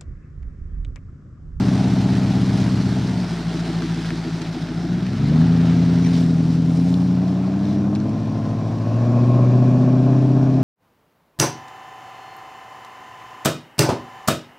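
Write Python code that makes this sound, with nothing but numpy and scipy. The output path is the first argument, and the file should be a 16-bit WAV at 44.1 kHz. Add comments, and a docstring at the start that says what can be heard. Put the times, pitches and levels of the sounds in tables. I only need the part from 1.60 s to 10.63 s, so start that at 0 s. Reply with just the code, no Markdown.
"""A V8 saloon burbles by on light throttle over gravel, drops to a throbbing idle, then blips and pulls away.
Eight uneven firings in two banks ring the exhaust pipe, and gas noise rasps at the tailpipe in puffs.
Grit crunches as many tiny cracks, with stones snapping as short bursts; a gulp of gas opens the pull.
A brief three-tone squeak follows, then the grit sinks low while the engine climbs in pitch.
Low breeze noise and a faint hiss run throughout."""
import sys
import numpy as np
from scipy import signal
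from scipy.io import wavfile
from scipy.ndimage import uniform_filter1d

SR = 44100
rng = np.random.default_rng(int(sys.argv[2]) if len(sys.argv) > 2 else 0)


def unload_wav(signal):
    """Save mono or channel-first audio to the path in sys.argv[1] as 16-bit WAV at rate SR, clipped to [-1, 1]."""
    wavfile.write(
        sys.argv[1],
        SR,
        np.round(np.clip(np.atleast_2d(signal).T, -1, 1) * 32767).astype(np.int16),
    )


N = 398223  # samples, about nine seconds
CYCLE = 8  # firings in two crank turns
STEP = 10  # the exhaust tones are worked out at a tenth of the sample rate


def amp(db):
    """Turns dB into a plain factor."""
    return 10 ** (np.asarray(db) / 20)


def evened(x):
    """Scales a sound to an overall (RMS) level of 1."""
    return x / np.sqrt(np.mean(x ** 2) + 1e-20)


def smoothed(x, size):
    """Two running averages in a row leave only the slow changes."""
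    return uniform_filter1d(uniform_filter1d(x, size), size)


def steadied(x, size=900):
    """Divides out the slow changes of level."""
    return x / np.sqrt(smoothed(x ** 2, size) + 1e-20)


def read(points, hz):
    """Reads a table of (Hz, value) along a logarithmic pitch scale."""
    f, value = np.transpose(points)
    return np.interp(np.log(hz + 1), np.log(f + 1), value)


def curves(rows, t):
    """Draws straight lines between the rows of a table that starts with seconds."""
    s, *columns = np.transpose(rows)
    return [np.interp(t, s, c) for c in columns]


def resonate(x, hz, width, sr):
    """Shifts the curve hz down to zero, smooths, and shifts back: a resonance of gain 1."""
    turn = np.exp(2j * np.pi * np.cumsum(hz) / sr)
    r = np.exp(-np.pi * width / sr)
    slant = 1 + 1j * width / (2 * hz)  # passes nothing at zero Hz
    return 2 * (slant * turn * signal.lfilter([1 - r], [1, -r], x / turn)).real


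def resonate_twice(x, hz, width, sr):
    """Two equal resonances in a row, with steeper sides than one."""
    return resonate(resonate(x, hz, width, sr), hz, width, sr)


# How alike left and right are.
# Each row: frequency in Hz, likeness from 0 to 1.
LIKENESS = [(60, 0.47), (400, 1), (1000, 0.97), (2500, 0.92), (5000, 0.92), (8500, 0.63), (12000, 0.81)]


def coloured(x, spectrum, tilt_db=0, patchy_db=0, size=512):
    """Colours a sound and an unrelated twin, and mixes them into two partly alike channels."""
    hz, t, z = signal.stft(x, SR, nperseg=size, noverlap=size * 3 // 4)
    patches = uniform_filter1d(rng.standard_normal(z.shape[1:]), 8, 0)
    patches = evened(uniform_filter1d(patches, 16, 1))
    tilt_db = np.interp(t * SR, np.arange(N), tilt_db * np.ones(N))
    slope_db = np.log2(np.maximum(hz, 500) / 4000)[:, None] * tilt_db  # hinged at 4000 Hz
    z = z * amp(read(spectrum, hz)[:, None] + slope_db + patchy_db * patches)
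    angle = np.arccos(np.clip(read(LIKENESS, hz), 0, 1))[:, None] / 2
    pair = np.cos(angle) * z[0] + np.sin(angle) * z[1] * np.array([1, -1])[:, None, None]
    return evened(signal.istft(pair, SR, nperseg=size, noverlap=size * 3 // 4)[1][:, :N])


def train(at, size, row, length):
    """One smooth pulse at each exact place, in one of two rows."""
    place = at.astype(int)[:, None] + np.arange(-8, 9)
    gap = place - at[:, None]
    shape = np.sinc(gap / 1.4) * np.cos(np.pi * gap / 18) ** 2
    pulses = np.zeros((2, length))
    np.add.at(pulses, (row[:, None], place), size[:, None] * shape)
    return pulses


def hiss(db=-72, band_db=-62, band_hz=5650, width=250):
    """A steady faint noise, with a thin band in the treble."""
    noise = rng.standard_normal((3, N))
    band = evened(resonate(noise[0], band_hz * np.ones(N), width, SR))
    wide = evened(noise[1] + .3 * noise[1:] * [[0], [1]])  # left and right differ a little
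    return amp(db) * wide + amp(band_db) * band


def breeze(db=-65, top_hz=70, apart=0.84):
    """Wind on the microphone: low noise, partly different at each microphone port."""
    low = signal.sosfilt(signal.butter(3, top_hz, fs=SR, output="sos"), rng.standard_normal((3, N)))
    return amp(db) * evened(low[0] + apart * low[1:])


# The colour of the grit. Each row: frequency in Hz, level in dB (only the differences count).
GRIT_COLOUR = [(290, -41.5), (500, -30.5), (774, -13.5), (1110, -17.5), (1380, -11.5), (2720, -18.5),
               (4000, -17), (5500, -20.5), (6820, -29), (8870, -34), (12000, -46), (15500, -63)]


def grit(db, tilt_db, per_s=1800, spread_db=1.5, fizz=1.3, lumpy_db=0.81):
    """Many small stones crack under the tread, in clumps, over a fine hiss."""
    sizes = amp(spread_db * np.minimum(rng.exponential(1, (2, N)), 4))
    cracks = sizes * (rng.random((2, N)) < per_s / SR)
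    cracks = evened(cracks * rng.standard_normal((2, N)))
    lumps = evened(smoothed(rng.standard_normal(N), 500))
    x = (cracks + fizz * rng.standard_normal((2, N))) * amp(lumpy_db * lumps)
    return amp(db) * coloured(x, GRIT_COLOUR, tilt_db, patchy_db=1.0)


# A tyre crunches over a heap of grit.
# Each row: middle in seconds, swell of the grit in dB, length in seconds, scrunch pitch in Hz,
# scrunch level in dB.
HEAPS = [(0.727, 2, 0.065, 4000, -58), (1.003, 3.5, 0.19, 3923, -61), (2.23, 1, 0.02, 1200, -43),
         (2.468, 3, 0.029, 6000, -55), (2.82, 5, 0.022, 4200, -49), (4.577, 5, 0.14, 4500, -54),
         (4.94, 3, 0.065, 5000, -52), (5.143, 1.5, .12, 7800, -58), (5.29, 1, 0.043, 4000, -56),
         (5.68, 2.5, 0.063, 4100, -51), (6.09, 4.5, 0.16, 3800, -54)]


def crunches(t, width=.25):
    """Each crunch rises and falls smoothly: the swell of the grit in dB, and noise round its own pitch."""
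    swell_db, scrunch, noise = 0, np.zeros(N), rng.standard_normal(N)
    for s, db, length, hz, scrunch_db in HEAPS:
        bump = np.exp(-(2 * (t - s) / length) ** 2)
        near = abs(t - s) < .3
        swell_db = swell_db + db * bump
        band = evened(resonate(noise[near], hz * np.ones(near.sum()), width * hz, SR))
        scrunch[near] += amp(scrunch_db) * bump[near] * band
    return swell_db, scrunch


# Stones that snap from under the tyres.
# Each row: start in seconds, peak of the burst in dB before dulling, pitch in Hz.
SNAPS = [(0.49, -28, 1600), (1.496, -26, 3940), (1.5429, -29, 3000), (2.1311, -28, 4500),
         (2.222, -22, 1300), (2.345, -27, 4500), (2.447, -23, 1200), (2.4594, -25, 3000),
         (2.505, -18, 1280), (2.8185, -21, 4200), (3.2317, -32, 3040), (3.467, -25, 1770),
         (3.5284, -32, 1520), (3.815, -26, 1500), (5.3413, -21, 3500), (5.4194, -36, 4000),
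         (6.0546, -33, 3800), (6.3515, -26, 4800), (6.358, -26, 1900), (6.361, -30, 4000),
         (6.402, -32, 4320), (6.4936, -30, 4600)]


def stones(t60=0.012, width=0.45, snap=4.0, crack_db=-6):
    """Each stone is a wide crack and a short burst of noise round its own pitch."""
    out, t = np.zeros(N), np.arange(1500) / SR
    for s, db, hz in SNAPS:
        blow = (rng.standard_normal(1500) + snap * (t == 0)) * amp(-60 * t / t60)
        burst = resonate(blow, hz * np.ones(1500), width * hz, SR)
        crack = np.diff(blow, prepend=0)
        sound = burst / abs(burst).max() + amp(crack_db) * crack / abs(crack).max()
        out[round(s * SR):][:1500] += amp(db) * sound
    return signal.sosfilt(signal.butter(3, 8500, fs=SR, output="sos"), out)  # dulled by distance


# A brief squeak.
# Each row: time in seconds, then pitch in Hz and level in dB for the low, the middle and the high tone.
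SQUEAK_TONES = [(4.42, 2612, -62, 3900, -55, 6250, -58), (4.428, 2540, -60, 3800, -43, 6200, -50),
                (4.438, 2450, -52, 3380, -43, 6100, -44), (4.449, 2320, -39, 3220, -48, 5850, -41),
                (4.463, 1910, -42, 3100, -48, 5600, -43), (4.474, 1770, -33, 2950, -55, 6000, -38.5),
                (4.485, 1700, -50, 2900, -58, 5900, -55)]


def squeak(t, rough=0.65):
    """Two falling tones and a high one that dips and springs back, slightly unsteady in level."""
    tones = np.reshape(curves(SQUEAK_TONES, t), (-1, 2, N))
    on = (t > SQUEAK_TONES[0][0]) * (t < SQUEAK_TONES[-1][0])
    unsteady = 1 + rough * evened(uniform_filter1d(rng.standard_normal(N), 150))
    return on * unsteady * sum(amp(db) * np.sin(2 * np.pi * np.cumsum(hz) / SR) for hz, db in tones)


# A gulp of gas as the throttle opens.
# Each row: time in seconds, pitch in Hz, level in dB.
GULP = [(3.71, 420, -41), (3.735, 600, -34), (3.755, 870, -36), (3.78, 1100, -51)]


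def whoop(t, width=110):
    """A short band of noise, rising in pitch."""
    hz, db = curves(GULP, t)
    on = (t > GULP[0][0]) * (t < GULP[-1][0])
    return on * amp(db) * evened(resonate_twice(rng.standard_normal(N), hz, width, SR))


# Between these two moments, in seconds, the tailpipe swings round to face the microphone.
SWING_S = (4.57, 7.53)
# The colour of the gas noise from behind, then from the side.
# Each row: frequency in Hz, level in dB (only the differences count).
RASP_BEHIND = [(250, -26.5), (340, -2.5), (430, -15), (490, -18.5), (630, -5.5), (980, -19.5), (1090, -13),
               (1160, -24), (1690, -24.5), (2100, -36), (2400, -26.5), (3070, -36.5), (5600, -37.5),
               (7000, -43), (9000, -55), (15500, -82)]
RASP_BESIDE = [(250, -20.5), (340, -4), (430, -9.5), (500, -26), (620, -10), (800, -13), (1050, -20),
               (1400, -22.5), (2100, -30.5), (3070, -35), (5600, -43.5), (7000, -43.5), (9000, -58.5),
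               (15500, -79)]


def rasp(fired, db, puff=0.6, fade=0.8, puff_spread_db=1.5):
    """Gas noise that puffs at every firing, some puffs stronger; its colour changes with the swing."""
    sizes = amp(puff_spread_db * rng.standard_normal(1000))
    size = sizes[np.floor(fired + 8).astype(int)]
    gate = 1 + puff * size * np.exp(-(fired % 1) / fade)  # fade is in firings
    behind = np.interp(np.arange(N) / SR, SWING_S, [0, 1])
    side, back = (coloured(gate * rng.standard_normal((2, N)), tint, patchy_db=1.66, size=1024)
                  for tint in (RASP_BESIDE, RASP_BEHIND))
    return amp(db) * (np.sqrt(1 - behind) * side + np.sqrt(behind) * back)


# The idle tone throbs through two crank turns.
# Each row: firings into the cycle, throb in dB before each tone's own depth.
THROB = [(0.0, -3.5), (.5, -4.5), (1.9, 2.6), (2.7, -1), (3.3, -2.2), (4.2, -6), (5.0, -15), (6.0, -1.5),
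         (6.7, -4.5), (7.3, -14)]
# Each row: multiple of the firing rate, level in dB beside the other tones, depth of its throb as a factor.
IDLE_TONES = [(1, -14, 0.13), (2, -13, 1), (3, 2, 1.0), (4, -21, .6)]
# Each cylinder's chuff, in firing order. Each row: strength in dB, delay in milliseconds.
CYLINDER_CHUFFS = [(-7.5, -5), (-10, -7), (-9.5, -2.5), (-10.5, -9.5), (-11.5, -4.5), (0.3, -6),
                   (1.3, -8.5), (-11, -9)]
# The bands the chuffs ring. Each row: pitch in Hz, half the width of each resonance in Hz, level in dB.
CHUFF_BANDS = [(252.3, 16, 1.5), (282, 13, 3), (324.6, 18, 0.5), (387, 14, -10), (430, 7.7, -16.5)]


def idle(t, fired, number, at, sr, waver_db=2.0, spread_db=2.5):
    """A throbbing tone on the firing rate, and uneven chuffs that ring a higher band."""
    place, db = np.transpose(THROB)
    throb_db = uniform_filter1d(np.interp(fired, place, db, period=CYCLE), 30)
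    throb_db = throb_db + waver_db * evened(smoothed(rng.standard_normal(len(t)), 150))
    tone = sum(amp(db + depth * throb_db) * np.sin(2 * np.pi * round(k) * fired)
               for k, db, depth in IDLE_TONES)
    db, delay_ms = np.array(CYLINDER_CHUFFS)[number % CYCLE].T
    size = amp(db + spread_db * rng.standard_normal(len(at)))
    puffs = train(at + delay_ms * sr / 1000, size, 0 * number, len(t))[0]
    flat = np.ones(len(t))
    chuff = sum(amp(db) * resonate_twice(puffs, hz * flat, 2 * w, sr) for hz, w, db in CHUFF_BANDS)
    return steadied(tone), steadied(chuff)


# The ringing of the short tailpipe.
# Each row: pitch in Hz, half the width of each resonance in Hz, dB from the side, dB from behind.
TAILPIPE_MODES = [(287.5, 16.8, 12.5, 17.5), (373.5, 33, 3, -3), (431.6, 9.7, 6, -10), (483, 16, -20.5, 6),
                  (557, 23, -6, -0.5), (591, 28, -6.5, -1.5), (632, 40, -1.5, 2.5), (685, 35, -7.5, 0),
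                  (775, 45, -6.5, -6.5), (856, 25, -10.5, -6.5), (1026.5, 27, -11.5, -1),
                  (1182, 32, -17.5, -10)]
# Two tailpipe modes that swell under load.
# Each row: time in seconds, lower pitch in Hz, its dB, upper pitch in Hz, its dB.
SWELLING_MODES = [(6.3, 602, -15, 1059, -13.5), (6.9, 617, -14, 1060, -3), (7.4, 600, 1.5, 1084, 0),
                  (7.75, 594, 6, 1070, 5.5), (8.0, 590, 4, 1100, -3.5), (8.3, 617, 7, 1087, 1),
                  (8.5, 628, 4, 1087, -6.5), (9.0, 640, 8.5, 1085, -4)]


def tailpipe(t, at, pulses, lead, sr, spread_db=3.5):
    """The sharp front of each pulse, some stronger, rings the short tailpipe."""
    front = pulses[0] + 0.56 * pulses[1]
    flat = np.ones(len(t))
    front = front * amp(spread_db * np.interp(t * sr + lead, at, rng.standard_normal(len(at))))
    behind = np.interp(t, SWING_S, [0, 1])
    high = 0
    for hz, w, side_db, back_db in TAILPIPE_MODES:
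        db = side_db + behind * (back_db - side_db)
        high = high + amp(db) * resonate_twice(front, hz * flat, 2 * w, sr)
    for (hz, db), width in zip(np.reshape(curves(SWELLING_MODES, t), (2, 2, -1)), (90, 60)):
        high = high + amp(db) * resonate_twice(front, hz, width, sr)
    return steadied(high)


# The ringing of the exhaust pipe.
# Each row: pitch in Hz before the heat factor, width in Hz, then plain signed gains from the first and
# second bank: two for the hard note, two for the mellow note, two for the light-throttle note.
PIPE_MODES = [(51, 59, -0.23, 0.03, 0.13, 0.013, 0.034, 0.031),
              (117.7, 13.5, -0.7, -2, 0.24, 0.24, -0.012, -0.52),
              (157.9, 17.3, -1.39, -1.5, -0.007, 0.014, -0.33, -.49),
              (141.8, 49.8, -0.26, 0.55, -0.3, -0.19, -0.32, 0.044),
              (181.2, 37.7, 1.325, 0.38, 0.23, 0.094, 0.51, 0.19),
              (205.4, 8.5, 0.21, 0.04, 0.078, -0.1, -0.043, 0.24),
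              (245.5, 12.5, 0.21, 0.99, 0.17, -0.074, 0.25, 0.16),
              (268.7, 7, -0.013, 0.9, 0.054, -0.18, 0.26, -0.112),
              (305.8, 23, -0.224, -0.1, 0.07, -0.0089, -0.148, 0.096),
              (361, 15, -0.087, 0.08, 0.045, 0.042, 0.026, -0.03),
              (407, 29, 0.086, 0.093, -0.031, -0.059, 0.056, 0.018),
              (415.6, 38, -0.076, -0.03, -0.024, 0.05, -0.032, -0.022)]


def pipe(pulses, notes, heat, sr):
    """Each bank drives the pipe's resonances in its own way; heat raises or lowers their pitch."""
    low = 0
    for hz, width, *gains in PIPE_MODES:
        drive = np.reshape(gains, (-1, 2)).T @ notes * pulses
        low = low + resonate(drive.sum(0), hz * heat, width, sr)
    # the open end radiates little bass, and the silencer swallows the top
    low = signal.sosfilt(signal.butter(2, 70, "high", fs=sr, output="sos"), low)
    return signal.sosfilt(signal.butter(4, 520, fs=sr, output="sos"), low)


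# The engine speed. Each row: time in seconds, firings per second.
FIRING_RATE = [(0.0, 64.0), (1.45, 65.17), (1.75, 56.29), (3.1, 54.54), (3.46, 61.84), (3.58, 66.17),
               (3.82, 83.98), (4.5, 85.47), (4.82, 81.86), (5.14, 83.7), (5.3, 88.37), (5.78, 92.24),
               (6.1, 100.93), (6.26, 100.25), (6.58, 108.21), (6.9, 106.82), (7.22, 109.83), (7.38, 117.89),
               (8.0, 125.47), (9.03, 132.1)]
# Cruising, idle, a blip, first pull, easing, second pull.
# Each row: time in seconds, level in dB of the exhaust.
EXHAUST_LEVEL = [(0.05, -16), (1.09, -17), (1.5, -20), (1.75, -24), (2.3, -23.5), (2.95, -26.5),
                 (3.3, -21.5), (3.42, -21), (3.53, -21.5), (3.6, -21), (3.68, -12), (3.79, -13.5),
                 (4.88, -16), (5.48, -16), (5.9, -20), (6.2, -18), (6.64, -21.5), (7.19, -21.5),
                 (7.56, -14), (7.96, -12.5), (8.95, -14.5)]
# Each row: time in seconds, pipe heat as a factor on pitch, second bank against the first in dB,
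# note from mellow 0 to hard 1, how unlike the cylinders fire as a factor.
EXHAUST_NOTE = [(0.5, 0.94, 2.8, 0.025, 0.74), (1.3, 0.94, 4.5, 0.05, 0.74), (1.9, 0.9, -3, 0.19, 0.9),
                (2.5, 0.9, -1, 0.18, 0.8), (3.2, 1, -9, 0.076, 1), (3.5, 0.91, 2, 0.36, 0.85),
                (3.6, 0.9, 0, 0.83, 0.46), (3.7, 1, -4.5, 0.75, 0.33), (3.8, 0.98, 0.3, 0.58, 1),
                (4.2, 1.01, 1.3, 0.75, 0.98), (5.0, 1.06, 2, 0.72, 0.73), (5.6, 1.055, 2.5, 0.46, 1),
                (6.4, 1.077, -2.5, 0.79, 0.89), (6.9, 1.03, 1, 0.8, 0.78), (7.5, 0.98, 2.5, 0.41, 0.81),
                (7.85, 1.065, 3.5, 0.31, 0.76), (8.2, 1.026, -1, 0.37, 0.83), (8.6, 1.086, 3, 0.34, 0.82),
                (9.0, 1.07, 4.5, 0.31, 0.77)]
# Between these two moments, in seconds, the light-throttle note gives way to the mellow one.
CRUISE_END_S = (1.58, 2)
# The bank of each cylinder, 0 or 1, in firing order.
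CYLINDER_BANKS = [0, 1, 0, 0, 1, 0, 1, 1]
# One row a cylinder, in firing order: strength in dB and delay in milliseconds for the hard note, then
# for the mellow note, then for the light-throttle note, all before the factor for unlike cylinders.
CYLINDER_FIRINGS = [(-6.5, 0.13, 0.6, 0.98, 5.3, 0.62), (0.2, -0.2, 2.5, 1.14, -3.3, 0.32),
                    (-1, 0.45, 3.5, -0.39, 3, -0.45), (1, -0.77, 2.2, 0.93, 5.8, 0.23),
                    (0, 0.98, 4.5, 1.65, 3.5, 1.5), (-1, -0.18, 2.5, 0.87, 1.3, 0.33),
                    (1, 0.58, 1, -0.21, -0.3, 0.11), (4.5, -0.23, 3.5, -0.11, 4, -0.21)]
# With the throttle shut.
# Each row: time in seconds, share of the idle tone from 0 to 1, chuff in dB against the exhaust level.
IDLE_MIX = [(1.5, 0, -27), (1.75, 0.81, -13), (2.0, 0.93, -6), (2.5, 0.93, -6.5), (3.05, 0.9, -5.5),
            (3.25, 0.84, -8), (3.4, .3, -12), (3.5, 0.01, -30)]


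def exhaust(uneven_db=.6, first=.66):
    """One pulse a firing, uneven from cylinder to cylinder, drives the pipe and the tailpipe."""
    sr = SR / STEP
    lead = int(sr // 4)  # a quarter second of run-up, cut off at the end
    t = np.arange(-lead, N // STEP + 2) / sr
    (rate,), (db,) = curves(FIRING_RATE, t), curves(EXHAUST_LEVEL, t)
    heat, bank_db, hard, lumpy = curves(EXHAUST_NOTE, t)
    hard, light = np.clip(hard, 0, 1), np.interp(t, CRUISE_END_S, [1, 0])
    notes = np.array([hard, (1 - hard) * (1 - light), (1 - hard) * light])

    # count the firings, and find where each whole number falls
    fired = np.cumsum(rate) / sr
    fired -= fired[lead] + CYCLE * first
    number = np.arange(np.ceil(fired[0]) + 2, fired[-1] - 2).astype(int)
    at = np.interp(number, fired, np.arange(len(t)))

    moment = at.astype(int)
    cylinder = np.reshape(CYLINDER_FIRINGS, (CYCLE, -1, 2))[number % CYCLE]
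    blend = np.einsum("nk,knc->ck", notes[:, moment], cylinder)  # mixes the three notes
    strength_db, delay_ms = lumpy[moment] * blend
    size = amp(strength_db + uneven_db * rng.standard_normal(len(at)))
    bank = np.array(CYLINDER_BANKS)[number % CYCLE]
    pulses = train(at + delay_ms * sr / 1000, size, bank, len(t))
    pulses[1] *= amp(bank_db)

    low = pipe(pulses, notes, heat, sr)
    share, chuff_db = curves(IDLE_MIX, t)
    share = np.clip(share, 0, 1)
    tone, chuff = idle(t, fired, number, at, sr)
    low = np.sqrt(1 - share) * steadied(low) + np.sqrt(share) * tone + amp(chuff_db) * chuff
    tones = np.array([amp(db) * low, tailpipe(t, at, pulses, lead, sr)])
    tones = signal.resample_poly(tones[:, lead:], STEP, 1, axis=1)[:, :N]
    return tones, np.interp(np.arange(N) / SR, t, fired)


# Each row: time in seconds, level in dB of the gas noise.
RASP_DB = [(0.1, -32.5), (1.14, -34.5), (1.7, -36), (2.6, -39.5), (3.55, -40), (3.65, -40), (3.76, -36.5),
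           (3.9, -36), (5.0, -38.5), (5.9, -36), (6.67, -38), (7.2, -36), (7.5, -33.5), (8.2, -33),
           (8.95, -35)]
# Each row: time in seconds, level in dB of the grit before its swells, brightness in dB per octave.
GRIT_DB = [(0.05, -37.5, 1), (1.0, -38.5, 1.4), (2.3, -38.5, 0.5), (3.3, -42.5, -0.6), (4.06, -39.5, -1),
           (4.6, -41.5, 2), (4.95, -46, 1), (5.3, -44.5, 4.5), (5.6, -47, 0), (6.3, -53, 1.5),
           (6.6, -50.5, 0)]
# The faster the engine turns, the more of the rasp is clean firing tone. The first level holds at the
# reference rate, in firings per second, a little above idle.
CLEAN_DB, CLEAN_DB_PER_OCTAVE, REFERENCE_PER_S = -3.5, 9, 61


def scene():
    """Adds the car, a little to the left, to the wider rasp, grit, breeze and hiss."""
    t = np.arange(N) / SR
    (low, high), fired = exhaust()
    (rasp_db,), (rate,) = curves(RASP_DB, t), curves(FIRING_RATE, t)
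    clean_db = CLEAN_DB + CLEAN_DB_PER_OCTAVE * np.log2(rate / REFERENCE_PER_S)
    grit_db, tilt_db = curves(GRIT_DB, t)
    swell_db, scrunch = crunches(t)
    near = scrunch + low + amp(rasp_db + clean_db) * high + stones() + squeak(t) + whoop(t)
    late = np.r_[np.zeros(2), near[:-2]]  # the right hears it two samples later
    near = np.array([near, late]) * amp([[.45], [-.45]])  # dB, left and right
    return near + rasp(fired, rasp_db) + grit(grit_db + swell_db, tilt_db) + breeze() + hiss()


def record(dry, edge_hz=15700):
    """A steep filter removes everything far above the edge."""
    low_pass = signal.firwin(511, edge_hz, window=("kaiser", 9), fs=SR)
    return signal.oaconvolve(dry, low_pass[None], "same")


dry = scene()
out = record(dry)
unload_wav(out)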